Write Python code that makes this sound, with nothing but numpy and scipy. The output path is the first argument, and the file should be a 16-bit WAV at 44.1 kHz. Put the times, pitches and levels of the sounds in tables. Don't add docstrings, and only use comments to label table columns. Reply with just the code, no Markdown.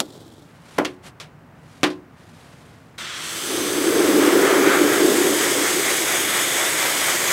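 import sys
import numpy as np
from scipy import signal
from scipy.fft import rfft, irfft
from scipy.io import wavfile
from scipy.ndimage import uniform_filter1d, map_coordinates

SR = 44100
rng = np.random.default_rng(int(sys.argv[2]) if len(sys.argv) > 2 else 0)


def wav_out(sig):
    wavfile.write(sys.argv[1], SR, np.round(np.clip(np.atleast_2d(sig).T, -1, 1) * 32767).astype(np.int16))


N = 323023
TIME = np.arange(N) / SR
TRIGGER_S = 2.979
# [Hz, Hz]
AIR_BAND, RUB_BAND, DRUM_BAND = (40, 2000), (3000, 12000), (250, 520)
HISS_BAND, SPLASH_BAND = (2800, 6000), (800, 2300)


def gain_of(db):
    return 10 ** (np.asarray(db) / 20)


def evened(x):
    return x / np.sqrt(np.mean(x ** 2) + 1e-20)


def read(points, hz):
    point_hz, value = np.transpose(points)
    return np.interp(np.log(hz + 1), np.log(point_hz + 1), value)


def follow(rows, t=TIME):
    s, *columns = np.transpose(rows)
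    return [np.interp(t, s, column) for column in columns]


def add(mix, start_s, sound):
    part = mix[max(round(start_s * SR), 0):][:len(sound)]
    part += sound[:len(part)]


def coloured(x, colour, band):
    hz = np.fft.rfftfreq(N, 1 / SR)
    spectrum = rfft(x) * gain_of(read(colour, hz))
    inside = (hz > band[0]) & (hz < band[1])
    return irfft(spectrum, N) * N / np.sqrt(2 * np.sum(abs(spectrum[inside]) ** 2))


def waver(rate_hz):
    hz = np.fft.rfftfreq(N, 1 / SR)
    return evened(irfft(rfft(rng.standard_normal(N)) / (1 + (hz / rate_hz) ** 4), N))


def impacts(per_s, spread_db):
    size = gain_of(spread_db * np.minimum(rng.exponential(1, N), 5))
    sign = rng.choice([-1, 1], N)
    return evened(size * sign * (rng.random(N) < per_s / SR))


def lowered(x, db, corner_hz):
    low = signal.lfilter(*signal.butter(1, corner_hz, fs=SR), x)
    return low + gain_of(db) * (x - low)


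# hz [Hz], density_db [dB per Hz]
AIR_COLOUR = [(15, -63), (25, -25), (106, -5), (158, -2.5), (191, -9), (264, -9.5), (373, -17.5),
              (404, -17.5), (709, -19.5), (1540, -24.5), (3010, -36.5), (3350, -42), (10600, -52.5),
              (15000, -50.5)]
AIR_DB = -49
HUM_HZ, HUM_DB = 158.2, -65.5
HUSH_OPENS_S, HUSH_BEFORE_DB, HUSH_AFTER_DB = .455, 1, 4


def outdoors(swell_db=0.0289, hum_drift=0.011):
    air = coloured(rng.standard_normal(N), AIR_COLOUR, AIR_BAND)
    air = air * gain_of(AIR_DB + swell_db * waver(2.2))
    treble_db = np.where(TIME < HUSH_OPENS_S, HUSH_BEFORE_DB, HUSH_AFTER_DB)
    hum_hz = HUM_HZ * (1 + hum_drift * waver(11))
    hum = evened(np.sin(2 * np.pi * np.cumsum(hum_hz) / SR))
    return lowered(air, treble_db, corner_hz=400.1) + gain_of(HUM_DB + 2.5 * waver(4)) * hum


# mode_hz [Hz], level_db [dB], t60_s [s]
DOOR_MODES = [(169.76, -13.5, 0.43), (213.27, -9.5, 0.26), (276.27, -6, 0.4), (301.95, 2.5, 0.3114),
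              (365.95, 0.5, 0.38194), (445.66, -7, 0.17), (527, -7.5, 0.25), (645.34, -18, 0.22),
              (1042.7, -17, 0.35), (1150.1, -11.5, 0.22), (1428.9, -8.5, 0.1689), (1536.5, -21.5, 0.16),
              (2015.9, -16, .14), (3114.4, -20, 0.13)]


def door_ring(radiates_hz=130):
    t = np.arange(SR // 2) / SR
    ring = np.zeros(len(t))
    for mode_hz, level_db, t60_s in DOOR_MODES:
        ring += gain_of(level_db) * np.exp(-np.log(1000) * t / t60_s) * np.sin(2 * np.pi * mode_hz * t)
    return signal.lfilter(*signal.butter(2, radiates_hz, "high", fs=SR), ring)


# hz [Hz], t60_s [s]
RING_DECAY = [(100, 0.087), (350, 0.343), (1000, 0.21627), (3000, 0.16965), (7000, 0.12266), (14000, 0.16)]


def snap(level_db, low_hz, high_hz, decay, crack, crack_s=0.000707, spill_db=-24, edge_db=-24, edge_hz=13000):
    t = np.arange(SR // 2) / SR
    hz, frame_s, z = signal.stft(rng.standard_normal(len(t)), SR, nperseg=256)
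    t60_s = decay * read(RING_DECAY, hz)[:, None]
    ring = signal.istft(z * np.exp(-np.log(1000) * frame_s / t60_s), SR, nperseg=256)[1][:len(t)]
    burst = crack * ring * np.exp(-(t / crack_s) ** 2)
    top = signal.butter(2, min(high_hz, SR / 2 - 1), fs=SR)
    foot = signal.butter(2, low_hz, "high", fs=SR)
    bright = gain_of(spill_db) * np.sqrt(high_hz / SR) * ring + gain_of(edge_db) * burst
    bright = signal.lfilter(*signal.butter(2, min(edge_hz, SR / 2 - 1), fs=SR), bright)
    sound = signal.lfilter(*foot, signal.lfilter(*top, ring + burst) - bright)
    return gain_of(level_db) * sound / np.sqrt(np.mean(sound[:SR // 100] ** 2))


def friction(slips_per_s, slip_db, ring_s=0.0026):
    decay = np.exp(-1 / (ring_s * SR))
    energy = signal.lfilter([1], [1, -decay], impacts(slips_per_s, slip_db) ** 2)
    return np.sqrt(energy) * rng.standard_normal(N)


def stroke(peak_s, level_db, swell_s, fade_s):
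    away = np.maximum((peak_s - TIME) / swell_s, (TIME - peak_s) / fade_s)
    return gain_of(level_db - 20 * away ** 2)


# [dB, gain of the panel's answer]
CLIP_SNAPS = [(.0025, -18.8, 3900, 6000, 0.2753, 2, -58), (.003, -22, 278, 440, 0.34, 2.5, -39),
              (.782, -22, 299.8, 1885, 0.372, -0.5, -28), (0.786, -13.3, 250, 830.5, 0.819, 2, -21),
              (0.8488, -24.5, 1900, 2700, 0.5415, 0.5, -42.5), (0.854, -28, 2103, 3399, 1.0265, 8, -37.5),
              (1.1997, -35, 450, 5188, 1.1675, -0.5, -55.5), (1.8323, -15.7, 239.5, 3157, 0.996, 2, -17.3),
              (1.8388, -18, 1100, 2800, 0.529, 1, -35), (1.866, -36, 3195, 3576, 0.538, -0.5, -40),
              (1.9021, -40, 2988, 3588, 1.031, 0.5, -58.5)]
# peak_s [s], level_db [dB], swell_s [s per 20 dB], fade_s [s per 20 dB]
RUB_STROKES = [(.55, -62, .2, .3), (.78, -51.5, .2, .2), (1.067, -46, .042, .044), (1.82, -57.5, .3, .2),
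               (2.23, -60, .12, .5), (2.48, -58, .3, .65)]
# hz [Hz], density_db [dB per Hz]
RUB_SPECTRUM = [(600, 10), (1800, 9.5), (3300, 7), (4500, 4), (6500, 0.5), (8800, 0), (12000, -6.5),
                (16000, -23.5)]
# hz [Hz], density_db [dB per Hz]
CREAK_SPECTRUM = [(90, -20.5), (290, 7.5), (420, 1), (800, -6.5), (1900, -25), (2800, -22.5), (3300, -9.5),
                  (4400, -15), (6200, -20), (7800, -18.5), (11000, -26), (16000, -29.5)]
CREAK_DB, CREAK_FADE_DB_PER_S, CREAK_END_S, CREAK_STOP_DB_PER_S = -45, 19.5, 0.45524, 301.5


def trim_strip(handling_db=-75):
    snaps, panel = np.zeros(N), door_ring()
    for start_s, level_db, low_hz, high_hz, decay, crack, push_db in CLIP_SNAPS:
        add(snaps, start_s, snap(level_db, low_hz, high_hz, decay, crack) + gain_of(push_db) * panel)
    stroke_power = sum(stroke(*row) ** 2 for row in RUB_STROKES)
    rub_gain = np.sqrt(stroke_power + gain_of(handling_db) ** 2 * (TIME < TRIGGER_S))
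    rub = coloured(friction(slips_per_s=1500, slip_db=1.5), RUB_SPECTRUM, RUB_BAND) * rub_gain
    stop_db = CREAK_STOP_DB_PER_S * np.maximum(TIME - CREAK_END_S, 0)
    creak_db = CREAK_DB - CREAK_FADE_DB_PER_S * TIME - stop_db
    creak = coloured(friction(slips_per_s=820, slip_db=3.0), CREAK_SPECTRUM, DRUM_BAND) * gain_of(creak_db)
    return snaps + rub + creak


SWEEP_S, SWEEP_PEAK_S, SWEEP_START_S, SWEEP_BUILD_S = .235, 6.843, 4.05, .12
SWEEP_HISS_DB, SWEEP_SPLASH_DB, SWEEP_DRUM_DB = .5, 2.1, 1.5


def sweep(crest=1.3):
    swing = (.5 + .5 * np.cos(2 * np.pi * (TIME - SWEEP_PEAK_S) / SWEEP_S)) ** crest
    return np.clip((TIME - SWEEP_START_S) / SWEEP_BUILD_S, 0, 1) * 2 * (swing - swing.mean())


TURN_START_S, TURN_S = 4.6476, 1.1717


def glancing(t):
    return np.clip((t - TURN_START_S) / TURN_S, 0, 1)


SPURT_S, CLEAR_S = .11, .1
SPURT_TILT_DB_PER_OCT, SQUARE_TILT_DB_PER_OCT, GLANCING_TILT_DB_PER_OCT = -12, -1.0925, -0.1765


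def mist_tilt(t):
    air = 1 / np.cosh((t - TRIGGER_S - SPURT_S) / CLEAR_S)
    turn_db_per_oct = (GLANCING_TILT_DB_PER_OCT - SQUARE_TILT_DB_PER_OCT) * glancing(t)
    return SPURT_TILT_DB_PER_OCT * air + SQUARE_TILT_DB_PER_OCT + turn_db_per_oct


def patches(shape, depth_db):
    field = uniform_filter1d(rng.standard_normal(shape), size=4, axis=0)
    field = uniform_filter1d(field, size=45, axis=1)
    return depth_db * evened(field)


# start_s [s], hiss_db [dB], splash_db [dB], drum_db [dB]
JET_COURSE = [(3.0, -35, -35, -56), (3.4, -31.5, -36, -44.5), (3.52, -30.5, -32.5, -27),
              (3.75, -31, -31, -25.5), (3.92, -30, -28, -17.5), (4.22, -30.3, -24, -16),
              (4.68, -30.5, -19.5, -17.5), (5.12, -28.5, -27, -16.5), (5.45, -26.5, -25.5, -24),
              (6.35, -27, -24.9, -35), (7.32, -27, -24, -36.5)]
# hz [Hz], density_db [dB per Hz]
HISS_COLOUR = [(45, -24.5), (130, -8.5), (260, -9.5), (700, -10), (1400, -5.5), (2200, -1), (2750, -1),
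               (3450, 3.3), (4500, -3.5), (6400, 1), (8100, 2.5), (10000, -3.5), (12500, -5), (14300, -8.5),
               (16000, -14)]
WAND_SETTLE_S = 0.4358
LAG_FAR_MS, LAG_NEAR_MS, ECHO_FAR, ECHO_NEAR = 0.71685, 0.61704, 0.0514, 0.19875
HOLLOW_HZ, HOLLOW_DB, HOLLOW_AT_S, HOLLOW_SPREAD_S = 6956.3, -5.5, 3.744, 0.6545
DRAUGHT_DB, DRAUGHT_SHARE = -44, 0.3119


def nozzle(trim_db=-1.2892, mist_hz=4500, flutter_db=.5, hollow_width_hz=330):
    hiss_db, _, drum_db = follow(JET_COURSE)
    noise = coloured(rng.standard_normal(N), HISS_COLOUR, HISS_BAND)
    hz, t, z = signal.stft(noise, SR, nperseg=512)
    mist_db = np.log2(np.maximum(hz / mist_hz, 1))[:, None] * mist_tilt(t)
    off_time = (t - HOLLOW_AT_S) / HOLLOW_SPREAD_S
    off_pitch = (hz[:, None] - HOLLOW_HZ) / hollow_width_hz
    hollow_db = HOLLOW_DB * np.exp(-off_time ** 2 - off_pitch ** 2)
    colour_db = mist_db + hollow_db + patches(z.shape, depth_db=1.21)
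    hiss = signal.istft(z * gain_of(colour_db), SR, nperseg=512)[1][:N]
    far = np.exp(-np.maximum(TIME - TRIGGER_S, 0) / WAND_SETTLE_S)
    lag_ms = LAG_NEAR_MS + (LAG_FAR_MS - LAG_NEAR_MS) * far
    echo = ECHO_NEAR + (ECHO_FAR - ECHO_NEAR) * far
    mirrored = map_coordinates(hiss, [np.arange(N) - lag_ms * SR / 1000], order=3)
    hiss_gain = gain_of(hiss_db + trim_db + SWEEP_HISS_DB * sweep() + flutter_db * waver(61.1))
    draught_colour = [(30, -28), (60, -6), (100, -3.0), (210, 3), (400, -12.5), (1500, -46)]  # Hz, dB per Hz
    draught = coloured(rng.standard_normal(N), draught_colour, AIR_BAND)
    draught_gain = gain_of(DRAUGHT_DB + DRAUGHT_SHARE * (drum_db - drum_db.max()))
    return (hiss + echo * mirrored) * hiss_gain + draught * draught_gain


# hz [Hz], density_db [dB per Hz]
SPLASH_SPECTRUM = [(100, -27.5), (350, -6), (540, 1.5), (850, -2), (1300, .5), (2250, -.5), (2700, -9.5),
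                   (4500, -15.5), (9000, -29.5)]
# hz [Hz], density_db [dB per Hz]
DRUM_SPECTRUM = [(50, -49.5), (130, -26.5), (185, -21.5), (215, -11), (238, -17.5), (280, -2), (345, 1.5),
                 (400, 0.5), (460, -6), (550, -10.5), (640, -16.5), (1000, -24.5), (3000, -36)]
SQUARE_HZ, GLANCING_HZ = 1267.3, 2185.2


def water_on_door(trim_db=-1.3541, ring_db=-18, drops_per_s=9000, drop_db=1.0, drum_surge_db=0.7691,
                  centre_db=3.5, centre_octaves=0.3721, thin_hz=1050, thinness=0.915):
    _, splash_db, drum_db = follow(JET_COURSE)
    drops = coloured(impacts(drops_per_s, drop_db), SPLASH_SPECTRUM, SPLASH_BAND)
    hz, t, z = signal.stft(drops, SR, nperseg=512)
    centre_hz = SQUARE_HZ + (GLANCING_HZ - SQUARE_HZ) * glancing(t)
    bell = np.exp(-(np.log2((hz[:, None] + 1) / centre_hz) / centre_octaves) ** 2)
    thin_db = thinness * np.minimum(mist_tilt(t), 0) / (1 + (hz[:, None] / thin_hz) ** 10)
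    splash = signal.istft(z * gain_of(centre_db * (bell - .5) + thin_db), SR, nperseg=512)[1][:N]
    drum = coloured(rng.standard_normal(N), DRUM_SPECTRUM, DRUM_BAND)
    drum = drum + gain_of(ring_db) * evened(signal.oaconvolve(drum, door_ring())[:N])
    splash_gain = gain_of(splash_db + trim_db + SWEEP_SPLASH_DB * sweep())
    drum_gain = gain_of(drum_db - SWEEP_DRUM_DB * sweep() + drum_surge_db * waver(43.4))
    return splash * splash_gain + drum * drum_gain


def scene():
    valve = np.clip((TIME - TRIGGER_S) / .004, 0, 1)
    mono = outdoors() + trim_strip() + valve * (nozzle() + water_on_door())
    return np.array([mono, mono])


def record(dry, low_cut_hz=46, peak=.86, edge_hz=15850):
    thinned = signal.sosfilt(signal.butter(5, low_cut_hz, "high", fs=SR, output="sos"), dry)
    held = np.clip(thinned, -peak, peak)
    band_limit = signal.firwin(511, edge_hz, window=("kaiser", 9), fs=SR)
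    return signal.oaconvolve(held, band_limit[None], "same")


dry = scene()
out = record(dry)
wav_out(out)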